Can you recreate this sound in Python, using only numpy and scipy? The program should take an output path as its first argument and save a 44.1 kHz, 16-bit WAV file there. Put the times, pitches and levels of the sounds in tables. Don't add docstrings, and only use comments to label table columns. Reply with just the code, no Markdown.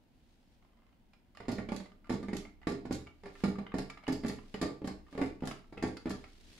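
import sys
import numpy as np
from scipy import signal
from scipy.fft import rfft, irfft, next_fast_len
from scipy.io import wavfile
from scipy.ndimage import uniform_filter1d

SR = 44100
rng = np.random.default_rng(int(sys.argv[2]) if len(sys.argv) > 2 else 0)


def wrap_up_sound(samples):
    columns = np.atleast_2d(samples).T
    tamed = np.clip(columns, -1, 1)
    steps = np.round(tamed * 32767).astype(np.int16)
    wavfile.write(sys.argv[1], SR, steps)


N = 290683
T = np.arange(SR // 2) / SR

# (peak time [s], level [dB], rise constant [s], fall constant [s])
SWISHES = [(.3, -80, .15, .15), (.55, -80.5, 0.12, 0.045), (3.41, -60.5, 0.074, 0.049),
           (4.56, -65.5, 0.14, .06), (5.13, -65.5, 0.025, 0.064), (6.2, -77, 0.6, 0.22),
           (6.59, -59.5, 0.23, .1)]
# (frequency [Hz], level [dB])
CLOTH_SPECTRUM = [(300, 0.5), (1000, -12.5), (2000, -7), (3300, -5), (4500, -6), (6000, -11), (8000, -15.5),
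                  (11000, -20), (15500, -33)]
TREMOR_SPECTRUM = [(12, -20.5), (27, 13), (45, -26), (62, 2), (85, -6), (130, -20), (300, -9.5), (900, -65)]
AIR_SPECTRUM = [(12, -41), (20, 4.5), (85, -2), (137, -7.5), (232, -2.5), (439, -18), (614, -16),
                (932, -18.5), (1130, -27.5), (1500, -25.5), (3000, -29), (6020, -41.5), (15500, -40.5)]
# (time [s], level [dB], pitch [Hz], click [dB])
TICKS = [(1.133, -62.5, 2410, -72.5), (1.349, -59, 1145, -70), (1.371, -53.5, 1840, -64),
         (1.688, -46, 2260, -85), (1.858, -55.5, 2040, -65.5), (2.285, -52, 2060, -81),
         (2.451, -51.5, 2140, -69.5), (2.631, -56, 2020, -82), (3.069, -48, 2270, -70),
         (3.353, -53.5, 1820, -72), (3.556, -51, 1240, -73), (3.665, -48, 1000, -73),
         (3.718, -49.5, 1140, -82), (3.899, -41, 2300, -53), (3.973, -50, 1250, -71),
         (4.067, -45, 2890, -65), (4.081, -43, 1715, -57), (4.386, -54.5, 1000, -75),
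         (4.541, -44, 2960, -56.5), (5.082, -62, 1070, -82), (5.405, -60.5, 2570, -71.5),
         (5.512, -42, 1280, -52), (5.776, -47, 2580, -82), (5.968, -49, 1455, -54.5),
         (6.24, -52.5, 2190, -67)]
# (time [s], thump [dB], pitch [Hz], clack [dB], click [dB],
# rebound delay [s], rebound [dB], far axle [dB], scrape delay [s], scrape [dB])
PRESSES = [(1.483, -32.5, 241, -41.5, -53.5, 0.0076, -32.5, -32.5, 0.033, -51.5),
           (2.095, -35.5, 261, -43, -51.5, 0.0088, -29, -35.5, 0.028, -54),
           (2.67, -28.5, 262, -36, -54, .013, -36, -33, 0.018, -51),
           (3.437, -27, 194, -35.5, -48.5, .011, -41.5, -35, 0.044, -59),
           (4.079, -36.5, 269, -43, -52.5, .007, -29.5, -34.5, 0.043, -47.5),
           (4.614, -33, 277, -41, -44.5, .012, -27.5, -34.5, .02, -72),
           (5.214, -28, 271, -38.5, -56, .014, -49, -45, 0.023, -62),
           (5.825, -36, 269, -40.5, -51.5, .012, -28.5, -39, 0.043, -65)]
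# (time [s], thump [dB], pitch [Hz], clack [dB], rebound [dB], far axle delay [s],
# far axle [dB], creep [dB], scrape delay [s], scrape [dB], scrape length [s])
RELEASES = [(1.688, -37, 209, -48, -52, 0.031, -33.5, -62, 0.075, -47, 0.0075),
            (2.284, -38, 214, -47.5, -64, 0.047, -33.5, -62, 0.083, -46, 0.0094),
            (2.853, -38, 253, -50.5, -52, 0.056, -30.5, -48, 0.092, -48.5, .014),
            (3.741, -29.5, 262, -43.5, -46, 0.043, -35, -64, 0.043, -44.5, 0.0075),
            (4.235, -38, 231, -45, -33, 0.062, -37.5, -53, .048, -44, 0.01),
            (4.844, -36, 237, -49, -56, .031, -38, -63, .029, -49.5, 0.0075),
            (5.423, -33, 230, -55, -37, .049, -40, -55.5, .051, -42, 0.0067),
            (6.057, -33, 260, -48.5, -35.5, 0.048, -37.5, -53, .056, -46, 0.0035)]
# (time [s], thump [dB], pitch [Hz], clack [dB])
NUDGES = [(1.402, -45.5, 419, -51), (1.583, -37, 229, -44.5), (1.593, -38, 208, -60), (1.8, -44, 190, -53),
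          (2.228, -40.5, 255, -50), (3.235, -50.5, 401, -54.5), (3.257, -45.5, 395, -48),
          (3.585, -38, 186, -49), (4.542, -37, 417, -45.5), (4.818, -40, 301, -61),
          (5.126, -52.5, 264, -55.5), (5.151, -42, 449, -56), (5.177, -33.5, 405, -44),
          (5.192, -34.5, 466, -51), (5.725, -47, 296, -53.5), (5.775, -41, 453, -52.5)]
# (frequency [Hz], level [dB], T60 [s])
SPRING_MODES = [(1193, -3.5, 0.09), (1340, -9, 0.12), (2091, -1, 0.034), (2150, -15, 0.021),
                (2100, -40, 0.17), (2580, -25, 0.077)]
SHELL_MODES = [(1144.5, -1, 0.12), (1411, -4, 0.084), (1655, -2, 0.015), (1800, 4.5, 0.027),
               (2102, 0, 0.039), (2220, -20, 0.037)]
# (frequency [Hz], level [dB], T60 [s])
LOW_MODES = [(80.4, -19.5, 0.58), (124, -15.5, 0.36), (141.9, -14.5, 0.37), (198.5, -9.5, 0.33),
             (230.1, 2.5, 0.042), (270, -15.5, 0.23), (299.3, -12.5, 0.2), (335, -3.5, 0.028),
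             (401.9, -16.5, 0.32), (451.7, -22.5, 0.32), (634.4, -20, 0.23), (724, -16.5, 0.056),
             (826, -19, 0.13)]
# (frequency [Hz], level [dB])
SNAP_SPECTRUM = [(300, -19), (700, 8), (1160, 1.5), (1500, 1.5), (2200, 0.5), (3000, -0.5), (4000, -13.5),
                 (9000, -46)]
CLICK_SPECTRUM = [(500, -3), (1800, -16.5), (3200, 9.5), (4300, 14), (5150, 15.5), (5650, 1), (7000, 7.5),
                  (8500, 1), (10800, 0.5), (12500, -13.5), (15500, -22)]
CLACK_SPECTRUM = [(200, -45.5), (500, 9.5), (830, 14), (990, 4), (1160, 5), (1290, -2), (1800, 3),
                  (2250, 3), (2700, -5), (4000, -9.5), (9000, -69)]
SQUEAK_SPECTRUM = [(400, -34), (1100, -8.5), (2000, -3.5), (3000, -7), (4300, -1), (5150, -3.5),
                   (5700, -8.5), (7500, -4.5), (8500, -14), (10800, -11), (12500, -17.5), (15500, -47)]
# (frequency [Hz], T60 [s])
ROOM_T60 = [(100, 0.14), (260, 0.45), (700, 0.35), (1840, 0.35), (4850, 0.32), (12800, 0.28)]
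# (frequency [Hz], level [dB])
ROOM_LEVEL = [(80, -23.5), (250, 2.5), (600, -0.5), (2000, 1), (5000, 1.5), (12000, -2.5)]
# (frequency [Hz], coherence [0 to 1])
COHERENCE = [(30, 0.71), (100, 0.48), (280, 0.98), (500, 0.58), (800, 0.12), (1160, 0.16), (2000, 0.066),
             (4000, 0.11), (12000, 0)]
# (frequency [Hz], left minus right [dB])
BALANCE = [(60, 3.5), (92, 1), (140, -1), (210, -3), (330, -2.5), (500, -4), (770, -5.5), (1170, 1),
           (1790, -1.5), (2740, -3), (4190, -2), (6410, -10.5), (9810, 5.5), (15000, 7.5)]

CLICK_UNDER_DB = 18


def amp(db):
    return 10 ** (np.asarray(db) / 20)


def unit(x):
    return x / np.sqrt(np.mean(x ** 2) + 1e-20)


def along(points, hz):
    frequencies, values = np.transpose(points)
    return np.interp(np.log(hz + 1), np.log(frequencies + 1), values)


def add(track, s, sound):
    start = round(s * SR)
    track[..., start:start + sound.shape[-1]] += sound[..., :N - start]


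def filtered(x, response):
    size = next_fast_len(N + SR // 4, True)
    return irfft(rfft(x, size) * response(np.fft.rfftfreq(size, 1 / SR)), size)[..., :N]


def coloured(x, spectrum, size=2048):
    cepstrum = irfft(np.log(amp(along(spectrum, np.fft.rfftfreq(size, 1 / SR)))))
    cepstrum[1:size // 2] *= 2
    cepstrum[size // 2 + 1:] = 0
    impulse = irfft(np.exp(rfft(cepstrum)))
    return signal.oaconvolve(x, impulse[None] / np.linalg.norm(impulse), axes=1)[:, :N]


def paired(x):
    angle = lambda hz: np.arccos(np.clip(along(COHERENCE, hz), -1, 1)) / 2
    mid, side = filtered(x, lambda hz: np.array([np.cos(angle(hz)), np.sin(angle(hz))]))
    return np.array([mid + side, mid - side])


def noise(spectrum):
    return unit(filtered(rng.standard_normal((2, N)), lambda hz: amp(along(spectrum, hz))))


def grain(length, depth_db, rate_hz):
    return amp(depth_db * unit(uniform_filter1d(rng.standard_normal(length), SR // rate_hz)))


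def sleeves(rest_db=-86):
    t = np.arange(N) / SR
    motion = amp(rest_db)
    for s, db, rise, fall in SWISHES:
        motion += amp(db) * np.exp(-np.abs(t - s) / np.where(t < s, rise, fall))
    return motion * unit(grain(N, depth_db=2, rate_hz=250) * noise(CLOTH_SPECTRUM))


def table_tremor(still_db=-79, hands_db=-63, press_db=-62, release_db=-56.5, lag_s=.08, width_s=.075):
    t = np.arange(N) / SR
    hands_on = uniform_filter1d(1.0 * (t > 1.34) * (t < 6.55), SR // 10)
    motion = amp(still_db) + amp(hands_db) * hands_on
    for strokes, db in (PRESSES, press_db), (RELEASES, release_db):
        motion += amp(db) * sum(np.exp(-((t - s - lag_s) / width_s) ** 2) for s, *_ in strokes)
    return motion * noise(TREMOR_SPECTRUM)


def resonance(hz, t60, attack_s):
    return amp(-60 * T / t60) * (1 - np.exp(-T / attack_s)) * np.cos(2 * np.pi * hz * T)


def ring(modes, scatter_db, detune, attack_s):
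    hz, db, t60 = np.transpose(modes)[:, :, None]
    strength, pitch = rng.standard_normal((2, len(modes), 1))
    envelopes = amp(db + scatter_db * strength - 60 * T / t60)
    waves = envelopes * np.cos(2 * np.pi * hz * (1 + detune * pitch) * T)
    return waves.sum(0) * (1 - np.exp(-T / attack_s))


def rattle(t60, attack_s=.0006):
    t = T[:SR // 10]
    envelope = amp(-60 * t / t60) * (1 - np.exp(-t / attack_s))
    impacts = unit(grain(len(t), depth_db=4, rate_hz=700))
    return rng.standard_normal((2, len(t))) * impacts * envelope


def faint_ticks(start, end, db, count, low_hz=1000, high_hz=2300, scatter_db=3):
    jitter, pitch = rng.random((2, count))
    times = start + (end - start) * (np.arange(count) + jitter) / count
    levels = db + scatter_db * rng.standard_normal(count)
    return list(zip(times, levels, low_hz * (high_hz / low_hz) ** pitch, levels - CLICK_UNDER_DB))


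def ticks(note_db=3, ring_db=-2, snap_db=2, click_db=6, t60=.04):
    events = TICKS + faint_ticks(.62, .93, db=-73, count=12, high_hz=1130)
    for s, *_ in PRESSES:
        events += faint_ticks(s - .06, s - .014, db=-62, count=3)
    for s, *_ in RELEASES:
        events += faint_ticks(s + .11, s + .23, db=-65.5, count=2)
    pings, snaps, clicks = np.zeros(N), np.zeros((2, N)), np.zeros((2, N))
    for s, db, hz, click in events:
        note = resonance(hz, t60, attack_s=.0012)
        springs = ring(SPRING_MODES, scatter_db=3, detune=.006, attack_s=.001)
        add(pings, s, amp(db + note_db) * note + amp(db + ring_db) * springs)
        add(snaps, s, amp(db + snap_db) * rattle(t60))
        add(clicks, s, amp(click + click_db) * rattle(t60))
    return pings, coloured(snaps, SNAP_SPECTRUM) + coloured(clicks, CLICK_SPECTRUM)


def room(x, build_up_s=.0029):
    wet, hop = np.zeros((2, N)), SR // 3
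    for start in range(0, N - hop, hop):
        part = x[start:start + 2 * hop]
        part = part * signal.windows.cosine(2 * hop)[:len(part)]
        hz, t, spectra = signal.stft(rng.standard_normal((2, len(T))), SR, nperseg=256)
        t60 = along(ROOM_T60, hz)[:, None]
        unit_energy = np.sqrt(2 * np.log(1000) / (t60 * SR))
        gain = amp(along(ROOM_LEVEL, hz))[:, None] * unit_energy
        tail = signal.istft(spectra * gain * amp(-60 * t / t60), SR, nperseg=256)[1][:, :len(T)]
        tail *= 1 - np.exp(-T / build_up_s)
        add(wet, start / SR, signal.fftconvolve(part[None], tail, axes=1))
    return wet


def rebound(s, thump, hz, pitch_ratio=.952):
    return s, thump, hz * pitch_ratio, thump - 11.5, thump - 32.5


def contacts(bounce_s=.024, far_axle_s=.045, release_rebound_s=.012):
    for s, thump, hz, clack, click, rebound_s, rebound_db, axle_db, *_ in PRESSES:
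        yield s, thump, hz, clack, click
        yield rebound(s + rebound_s, rebound_db, hz)
        yield s + bounce_s, thump - 15.5, hz, -58.5, -58.5 - CLICK_UNDER_DB
        yield s + far_axle_s, axle_db, hz, -56.5, -60
    for s, thump, hz, clack, rebound_db, axle_s, axle_db, *_ in RELEASES:
        yield s, thump, hz, clack, clack - CLICK_UNDER_DB
        yield rebound(s + release_rebound_s, rebound_db, hz)
        yield s + axle_s, axle_db, hz, -44, -56
    for s, thump, hz, clack in NUDGES:
        yield s, thump, hz, clack, clack - CLICK_UNDER_DB


def knocks(thump_db=3, low_ring_db=2, clack_db=3, shell_db=-4, click_db=7, t60=.07, low_cut_hz=110):
    thumps, rings, clacks, clicks = np.zeros(N), np.zeros(N), np.zeros((2, N)), np.zeros((2, N))
    for s, thump, hz, clack, click in contacts():
        low_ring = ring(LOW_MODES, scatter_db=2.5, detune=.015, attack_s=.0012)
        shell = ring(SHELL_MODES, scatter_db=3, detune=.025, attack_s=.0005)
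        add(thumps, s, amp(thump + thump_db) * resonance(hz, t60, attack_s=.0009))
        add(rings, s, amp(thump + low_ring_db) * low_ring + amp(clack + shell_db) * shell)
        add(clacks, s, amp(clack + clack_db) * rattle(t60))
        add(clicks, s, amp(click + click_db) * rattle(t60))
    thumps = signal.sosfilt(signal.butter(2, low_cut_hz, "high", fs=SR, output="sos"), thumps)
    return thumps + rings, coloured(clacks, CLACK_SPECTRUM) + coloured(clicks, CLICK_SPECTRUM)


def strut_slides(press_length_s=.015, creep_lead_s=.02, creep_length_s=.014):
    for s, *_, delay, db in PRESSES:
        yield s + delay, db, press_length_s
    for s, *_, creep_db, delay, db, length in RELEASES:
        yield s + delay - creep_lead_s, creep_db, creep_length_s
        yield s + delay, db, length


def scrapes(slip_hz=600, unevenness=.4, count=28, slip_t60=.007):
    slips = np.zeros((2, N))
    decay = amp(6 - 60 * T[:SR // 200] / slip_t60)
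    for s, db, length in strut_slides():
        gap, size = rng.standard_normal((2, count))
        delays = np.cumsum(np.exp(unevenness * gap)) / slip_hz
        progress = 3 * delays / length
        gains = amp(db + 3 * size) * progress * np.exp(1 - progress)
        for delay, gain in zip(delays - delays[0], gains):
            add(slips, s + delay, gain * decay * rng.standard_normal((2, len(decay))))
    return coloured(slips, SQUEAK_SPECTRUM)


def scene(tick_room_db=-3, lean_db=1, air_db=-66):
    thumps, chatter = knocks()
    pings, ticking = ticks()
    chatter = chatter + scrapes()
    reverberation = room(thumps + chatter[0] + amp(tick_room_db) * (pings + ticking[0]))
    car = thumps + pings + paired(chatter + ticking + reverberation)
    car = filtered(car, lambda hz: amp(np.outer([.5, -.5], along(BALANCE, hz))))
    drift = amp(lean_db * np.outer([1, -1], np.linspace(-1, 1, N)))
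    background = sleeves() + amp(air_db) * noise(AIR_SPECTRUM) + table_tremor()
    return car * drift + paired(background)


def record(dry, top_hz=15750):
    return filtered(dry, lambda hz: hz < top_hz)


dry = scene()
out = record(dry)
wrap_up_sound(out)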